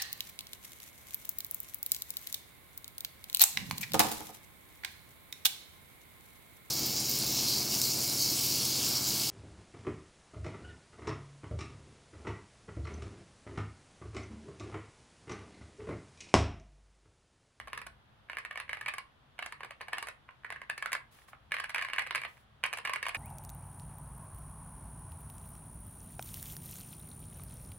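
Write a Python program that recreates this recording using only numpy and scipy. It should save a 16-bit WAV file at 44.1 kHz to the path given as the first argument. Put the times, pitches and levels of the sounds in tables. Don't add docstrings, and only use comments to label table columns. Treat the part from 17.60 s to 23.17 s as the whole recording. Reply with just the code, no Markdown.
import sys
import numpy as np
from scipy import signal
from scipy.fft import rfft, irfft, next_fast_len
from scipy.io import wavfile
from scipy.ndimage import uniform_filter1d, map_coordinates

SR = 44100
rng = np.random.default_rng(int(sys.argv[2]) if len(sys.argv) > 2 else 0)


def int16_out(signal):
    q = np.round(np.clip(np.atleast_2d(signal).T, -1, 1) * 32767)
    wavfile.write(sys.argv[1], SR, q.astype(np.int16))


N = 245627

# [t/s, clack energy level/dB, extra tick level/dB]
KEY_CONTACTS = [(0.0001, -18, 3), (0.0732, -26, 3.0), (0.0809, -26.5, 7), (0.1315, -14.0, -1),
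                (0.1752, -15.0, 4.5), (0.216, -20, 4.5), (0.2657, -21.5, 11), (0.698, -14.5, -7),
                (0.7305, -18, -5), (0.7697, -11, -2), (0.7848, -14.5, 7), (0.8499, -14, 3.5),
                (0.91, -13.5, -4), (0.957, -17.5, -3.0), (0.9749, -12.5, 1.5), (1.0001, -14, 6),
                (1.0931, -11, -1.5), (1.1311, -9, 3), (1.17, -20.5, -2.0), (1.2111, -14, 7),
                (1.2608, -10.5, -1.5), (1.2803, -12, -6), (1.284, -7.5, 4), (1.3377, -15.5, 7.5),
                (1.3826, -15, 8.5), (1.79, -13.5, -1.5), (1.8249, -12.5, -3.5), (1.8606, -17, 8.5),
                (1.923, -18, 5), (2.006, -22, -6), (2.0325, -17, -4), (2.0469, -25, 6.0),
                (2.107, -20.0, 2.5), (2.2087, -21.5, -10), (2.2131, -18, 2.5), (2.2827, -20.0, 3.5),
                (2.3311, -6.5, -1.0), (2.3726, -19, -10.0), (2.383, -12.5, 7), (2.4263, -15, 8),
                (2.4705, -18.5, 10.0), (2.4853, -15.5, 9.5), (2.6893, -25, -24), (2.8458, -14, -5),
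                (2.9033, -14.5, 3), (2.924, -15, 4), (2.9603, -18.5, -2), (3.0164, -17.5, -2),
                (3.0985, -6.5, 4.0), (3.1776, -15, 10.5), (3.2248, -9.5, 5), (3.2593, -9, 6.5),
                (3.319, -11.5, 9), (3.3304, -6.5, 13), (3.3499, -9, 3.5), (3.7313, -28.5, -27),
                (3.9196, -5.5, 0), (3.9409, -8.0, 0), (3.9667, -11, -3), (3.9852, -11, -2),
                (3.9994, -11.0, 3), (4.0392, -11.5, 5), (4.0934, -16.5, 6), (4.1025, -19.5, 6),
                (4.1459, -5.5, 1.5), (4.1602, -9.5, -2), (4.1817, -8, 0), (4.192, -10, -15),
                (4.2131, -11, 4), (4.2233, -9.5, 2.5), (4.248, -11.5, 2.0), (4.285, -17, -3),
                (4.3, -16, -6), (4.3339, -8, -1), (4.3616, -15, 2.0), (4.3824, -2, -8), (4.393, -7, 5.5),
                (4.4204, -13, 3), (4.4652, -18, -2.0), (4.4712, -18, 5), (4.5086, -10, -5),
                (4.549, -5.5, -1), (4.5562, -7, 5.5), (4.579, -12.5, -2.0), (4.6162, -16, 5.5),
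                (4.6355, -14, 0), (4.6495, -12, -8.5), (5.038, -2.5, 3.5), (5.0541, -10.5, -7),
                (5.0615, -18, 15.5), (5.1292, -13, 8.5), (5.1354, -11.5, 9.5), (5.1721, -17.5, 12.5),
                (5.1853, -16.5, 7), (5.2502, -9, 3), (5.2564, -12.5, -2), (5.274, -11, 2),
                (5.2954, -11.0, 0), (5.3345, -8, 10.0), (5.358, -8.5, 2.0), (5.4283, -9.0, 6),
                (5.4552, -14.5, -1.0), (5.466, -10.0, 1), (5.4843, -15.5, 12.5), (5.4918, -13, 10),
                (5.5463, -8, 3.0), (5.5533, -19.5, 10.5)]
# [start t/s, keycap pitch f/Hz, keycap resonance level/dB, extra thock level/dB]
TYPING_BURSTS = [(0, 2070, -0.5, 2), (.5, 2110, 6, 2), (1.6, 2360, 1, 4.5), (2.6, 1680, 8, 3.5),
                 (3.8, 2060, 5.5, 0.4), (4.9, 2700, 5.5, 4)]
# [f/Hz, relative level/dB]
BOARD_COLOUR = [(80, -35), (280, -26), (480, -15.5), (720, -12.5), (880, -10), (1100, -1), (1370, -10.5),
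                (1700, 1), (2300, -2), (2850, -5.5), (3500, -15.5), (5000, -18), (7000, -28),
                (11500, -26.5), (15500, -39.5)]
# [f/Hz, relative level/dB]
CASE_MODES = [(615, 10), (820, -19), (1045, -36), (1152, -2), (1245, 23), (1397, 17.5), (1612, 17.5),
              (1762, -29), (1882, -26), (2021, -17), (2120, 12), (2241, 28), (2607, -27), (2736, -34),
              (2829, -23), (2993, -20), (3430, -1)]
# [delay to the left t/s, delay to the right t/s, level/dB]
NEAR_ECHOES = [(.00175, 0.001318, -9), (.0083, .0085, -16)]
# [f/Hz, t/s]
ROOM_DECAY = [(300, 0.26), (800, 0.25), (2100, 0.24), (5500, 0.14), (12000, 0.24)]
# [f/Hz, relative level/dB]
WALL_COLOUR = [(200, 3), (700, 2.5), (2000, 0.5), (4500, 5.5), (6000, -5), (9000, 2.5), (11000, -16.5),
               (15000, -21)]
# [f/Hz, phase/radians]
LEFT_LEAD = [(0, 0), (1100, 0), (2200, .45), (3200, .6), (5200, 3.1), (8000, 6), (11700, 9.4),
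             (16000, 13.3)]
# [start t/s, length t/s, level/dB before fading and grain]
HAND_SLIDES = [(3.508, 0.13, -62.5), (3.674, 0.016, -58.5), (4.67, 0.14, -65.5)]
# [f/Hz, relative level/dB per Hz]
SKIN_COLOUR = [(300, -6), (1200, 1), (2400, -1), (4000, -5), (6000, -9), (9000, -9), (11000, -16),
               (15000, -9)]
# [f/Hz, relative level/dB per Hz]
AIR_COLOUR = [(200, -2), (450, -4), (750, 0), (1100, 0), (1600, -3), (2300, -9), (3400, -7), (5000, -20),
              (7000, -27), (9000, -30), (10800, -41), (13000, -34), (16000, -38)]
# [f/Hz, relative level/dB per Hz]
RUMBLE_COLOUR = [(12, -36), (25, -21), (45, 6), (62, 6), (88, 2.5), (140, 4.5), (172, -19.5), (200, -0.5),
                 (250, -11.5), (500, -43.5)]
# [t/s, level/dB]
RUMBLE_LEVEL = [(0, -59.5), (.5, -67.5), (5, -66.5), (5.57, -64)]
# [f/Hz, likeness from 0 to 1]
ROOM_LIKENESS = [(40, 0.58), (120, 0.88), (300, 0.7), (800, 0), (3000, 0)]

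AIR_DB = -66.5
TOP_HZ = 15800
CONTACT_SIZE = 2048
CASE_T60_S = 0.16
CAP_SCATTER = 0.12
USUAL_KEY_DB = -11
SOFT_THOCK = 0.46
TICK_THOCK = 0.09
SEAT_S, SEAT_PER_DB = 0.00024, 0.06
SLIDE_ATTACK_S, SLIDE_RELEASE_S = 0.006, 0.025
SLIDE_SAG_DB_PER_S = 25
GRAZE_DB = -37.5


def amp(db):
    return 10 ** (np.asarray(db) / 20)


def unit(x):
    return x / np.sqrt(np.mean(x ** 2) + 1e-20)


def along(points, hz):
    point_hz, values = np.transpose(points)
    return np.interp(np.log(hz + 1), np.log(point_hz + 1), values)


def bump(hz, centre_hz, width_hz):
    return 1 / (1 + (2 * (hz - centre_hz) / width_hz) ** 2)


def causal(db):
    cepstrum = irfft(np.log(amp(db)))
    half = len(cepstrum) // 2
    cepstrum[1:half] *= 2
    cepstrum[half + 1:] = 0
    return np.exp(rfft(cepstrum))


def filtered(x, response):
    size = 2 * next_fast_len((N + SR // 2) // 2)
    spectrum = rfft(x, size) * response(np.fft.rfftfreq(size, 1 / SR))
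    return irfft(spectrum, size)[..., :N]


def wobble(rate):
    knots = rng.standard_normal(int(N * rate / SR) + 4)
    return map_coordinates(knots, [np.arange(N) * rate / SR])


def add(track, s, sound):
    start = int(np.clip(round(s * SR), 0, N - 1))
    track[..., start:start + sound.shape[-1]] += sound[..., :N - start]


def room_noise(spectrum):
    def colour(hz):
        turn = np.arccos(np.clip(along(ROOM_LIKENESS, hz), -1, 1)) / 2
        return amp(along(spectrum, hz)) * np.array([np.cos(turn), np.sin(turn)])
    mid, side = filtered(rng.standard_normal((2, N)), colour)
    return unit(np.array([mid + side, mid - side]))


def room_tone(sway_db=1, left_db=1.5):
    t = np.arange(N) / SR
    rumble_db = np.interp(t, *np.transpose(RUMBLE_LEVEL)) + sway_db * wobble(5.14)
    rumble = room_noise(RUMBLE_COLOUR) * amp(rumble_db + np.array([[left_db], [-left_db]]))
    air = room_noise(AIR_COLOUR) * amp(AIR_DB)
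    return rumble + air


def brushing(grain_db=1.0, uneven_db=4.0):
    t, level = np.arange(N) / SR, np.zeros(N)
    for start, length, db in HAND_SLIDES:
        age = np.maximum(t - start, 0)
        rise = 1 - np.exp(-age / SLIDE_ATTACK_S)
        fade = np.exp(-np.maximum(age - length, 0) / SLIDE_RELEASE_S)
        level = level + rise * fade * amp(db - SLIDE_SAG_DB_PER_S * age)
    hiss = unit(filtered(rng.standard_normal((2, N)), lambda hz: amp(along(SKIN_COLOUR, hz))))
    return hiss * level * amp(grain_db * wobble(91) + uneven_db * wobble(13))


def grazes(thock_db=9, tick_db=0, cap_hz=2000, count=2):
    track = np.zeros(N)
    for start, length, _ in HAND_SLIDES:
        for place in rng.uniform(0.57, 0.96, size=count):
            add(track, start + place * length, amp(GRAZE_DB) * contact(thock_db, tick_db, cap_hz))
    return track


def room_tail(build_s=0.0033):
    hz, t, bands = signal.stft(rng.standard_normal((2, SR // 4)), SR, nperseg=128)
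    decay_db = -60 * t / along(ROOM_DECAY, hz)[:, None]
    bands = bands * amp(along(WALL_COLOUR, hz)[:, None] + decay_db)
    tail = signal.istft(bands, SR, nperseg=128)[1]
    age = np.arange(tail.shape[1]) / SR
    tail = tail * (1 - np.exp(-(age / build_s) ** 2))
    return tail / np.linalg.norm(tail[0])


def case_ring(spread_db=2):
    t = np.arange(SR // 5) / SR
    hz, db = np.transpose(CASE_MODES)[:, :, None]
    modes = amp(db - 60 * t / CASE_T60_S) * np.exp(2j * np.pi * hz * t)
    strength = amp(spread_db * rng.standard_normal(len(CASE_MODES)))
    phase = np.exp(2j * np.pi * rng.random((2, len(CASE_MODES))))
    ring = ((strength * phase) @ modes).real
    onset = 1 - np.exp(-t / 0.00037)
    return ring * onset / np.linalg.norm(modes)


def to_capsules(direct, right_db=2):
    def paths(hz):
        dull = 1 / (1 + (hz / 4200) ** 4)
        bounces = 0
        for left_s, right_s, db in NEAR_ECHOES:
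            delay = np.exp(-2j * np.pi * hz * np.array([[left_s], [right_s]]))
            bounces = bounces + amp(db) * delay * dull
        lag = np.interp(hz, *np.transpose(LEFT_LEAD)) * np.array([[0], [1]])
        balance = amp(np.array([[-right_db], [right_db]]) * bump(hz, 2400, 2400))
        return np.exp(-1j * lag) * (1 + bounces) * balance
    return filtered(direct, paths)


def contact(thock_db, tick_db, cap_hz, cap_db=4, cap_width_hz=600, seat=0.000268,
            chatter_db=-10, chatter_t60=0.014, spread_db=2.5):
    hz, t = np.fft.rfftfreq(CONTACT_SIZE, 1 / SR), np.arange(CONTACT_SIZE) / SR
    low = 1 / (1 + (hz / 1400) ** 6)
    high = 1 / (1 + (4500 / (hz + 1)) ** 6)
    own = np.interp(hz, np.linspace(0, SR / 2, num=64), rng.standard_normal(64))
    colour = along(BOARD_COLOUR, hz) + thock_db * low + tick_db * high
    colour = colour + cap_db * bump(hz, cap_hz, cap_width_hz) + spread_db * own
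    seating = unit(rfft(rng.standard_normal(CONTACT_SIZE) * t * np.exp(-t / seat)))
    spikes = rng.standard_normal(CONTACT_SIZE) ** 3
    chatter = unit(rfft(spikes * amp(-60 * t / chatter_t60) * (t > 0.0015)))
    force = seating + amp(chatter_db - 4.1 * high) * chatter
    force = force / np.sqrt(np.abs(uniform_filter1d(np.abs(force) ** 2, size=30)))
    spectrum = force * causal(colour)
    clack_band = (hz > 1400) & (hz < 4000)
    energy = 2 * np.sum(np.abs(spectrum[clack_band]) ** 2) / CONTACT_SIZE
    return irfft(spectrum)[:CONTACT_SIZE // 2] / np.sqrt(energy)


def typing(room_db=-8, case_db=-7, landing_db=-20, landing_tick_db=-8, shift_db=-14, touch_follows=0.75):
    direct, ringing = np.zeros(N), np.zeros((2, N))
    for s, db, tick_db in KEY_CONTACTS:
        burst_index = sum(s >= burst[0] for burst in TYPING_BURSTS[1:])
        _, patch_hz, cap_db, patch_db = TYPING_BURSTS[burst_index]
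        cap_hz = patch_hz * np.exp(CAP_SCATTER * rng.standard_normal())
        force_db = db - USUAL_KEY_DB
        thock_db = patch_db - SOFT_THOCK * force_db + TICK_THOCK * tick_db
        seat = SEAT_S * np.exp(-SEAT_PER_DB * force_db)
        hit = amp(db) * contact(thock_db, tick_db, cap_hz, cap_db, seat=seat)
        add(direct, s, hit)
        add(ringing, s, amp(room_db) * signal.fftconvolve(hit[None], room_tail(), axes=1))
        add(ringing, s, amp(db + case_db) * case_ring())
        touch_db = USUAL_KEY_DB + touch_follows * force_db + rng.normal(0, 1.1, size=2)
        landing, shift = amp(touch_db + np.array([landing_db, shift_db]))
        landing_s = s - rng.uniform(0.0031, 0.015)
        add(direct, landing_s, landing * contact(patch_db, landing_tick_db, cap_hz, cap_db))
        shift_s = s + rng.uniform(0.004, 0.02)
        add(direct, shift_s, shift * contact(patch_db, 0, cap_hz, cap_db))
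    return direct, ringing


def scene():
    direct, ringing = typing()
    keys = to_capsules(direct + grazes())
    ringing = ringing * amp([[-0.6], [0.6]])
    return keys + ringing + brushing() + room_tone()


def record(dry, presence_db=13, presence_hz=10800, presence_width_hz=1500):
    def capsule(hz):
        resonance = causal(presence_db * bump(hz, presence_hz, presence_width_hz))
        return resonance * (hz < TOP_HZ)
    return filtered(dry, capsule)


dry = scene()
out = record(dry)
int16_out(out)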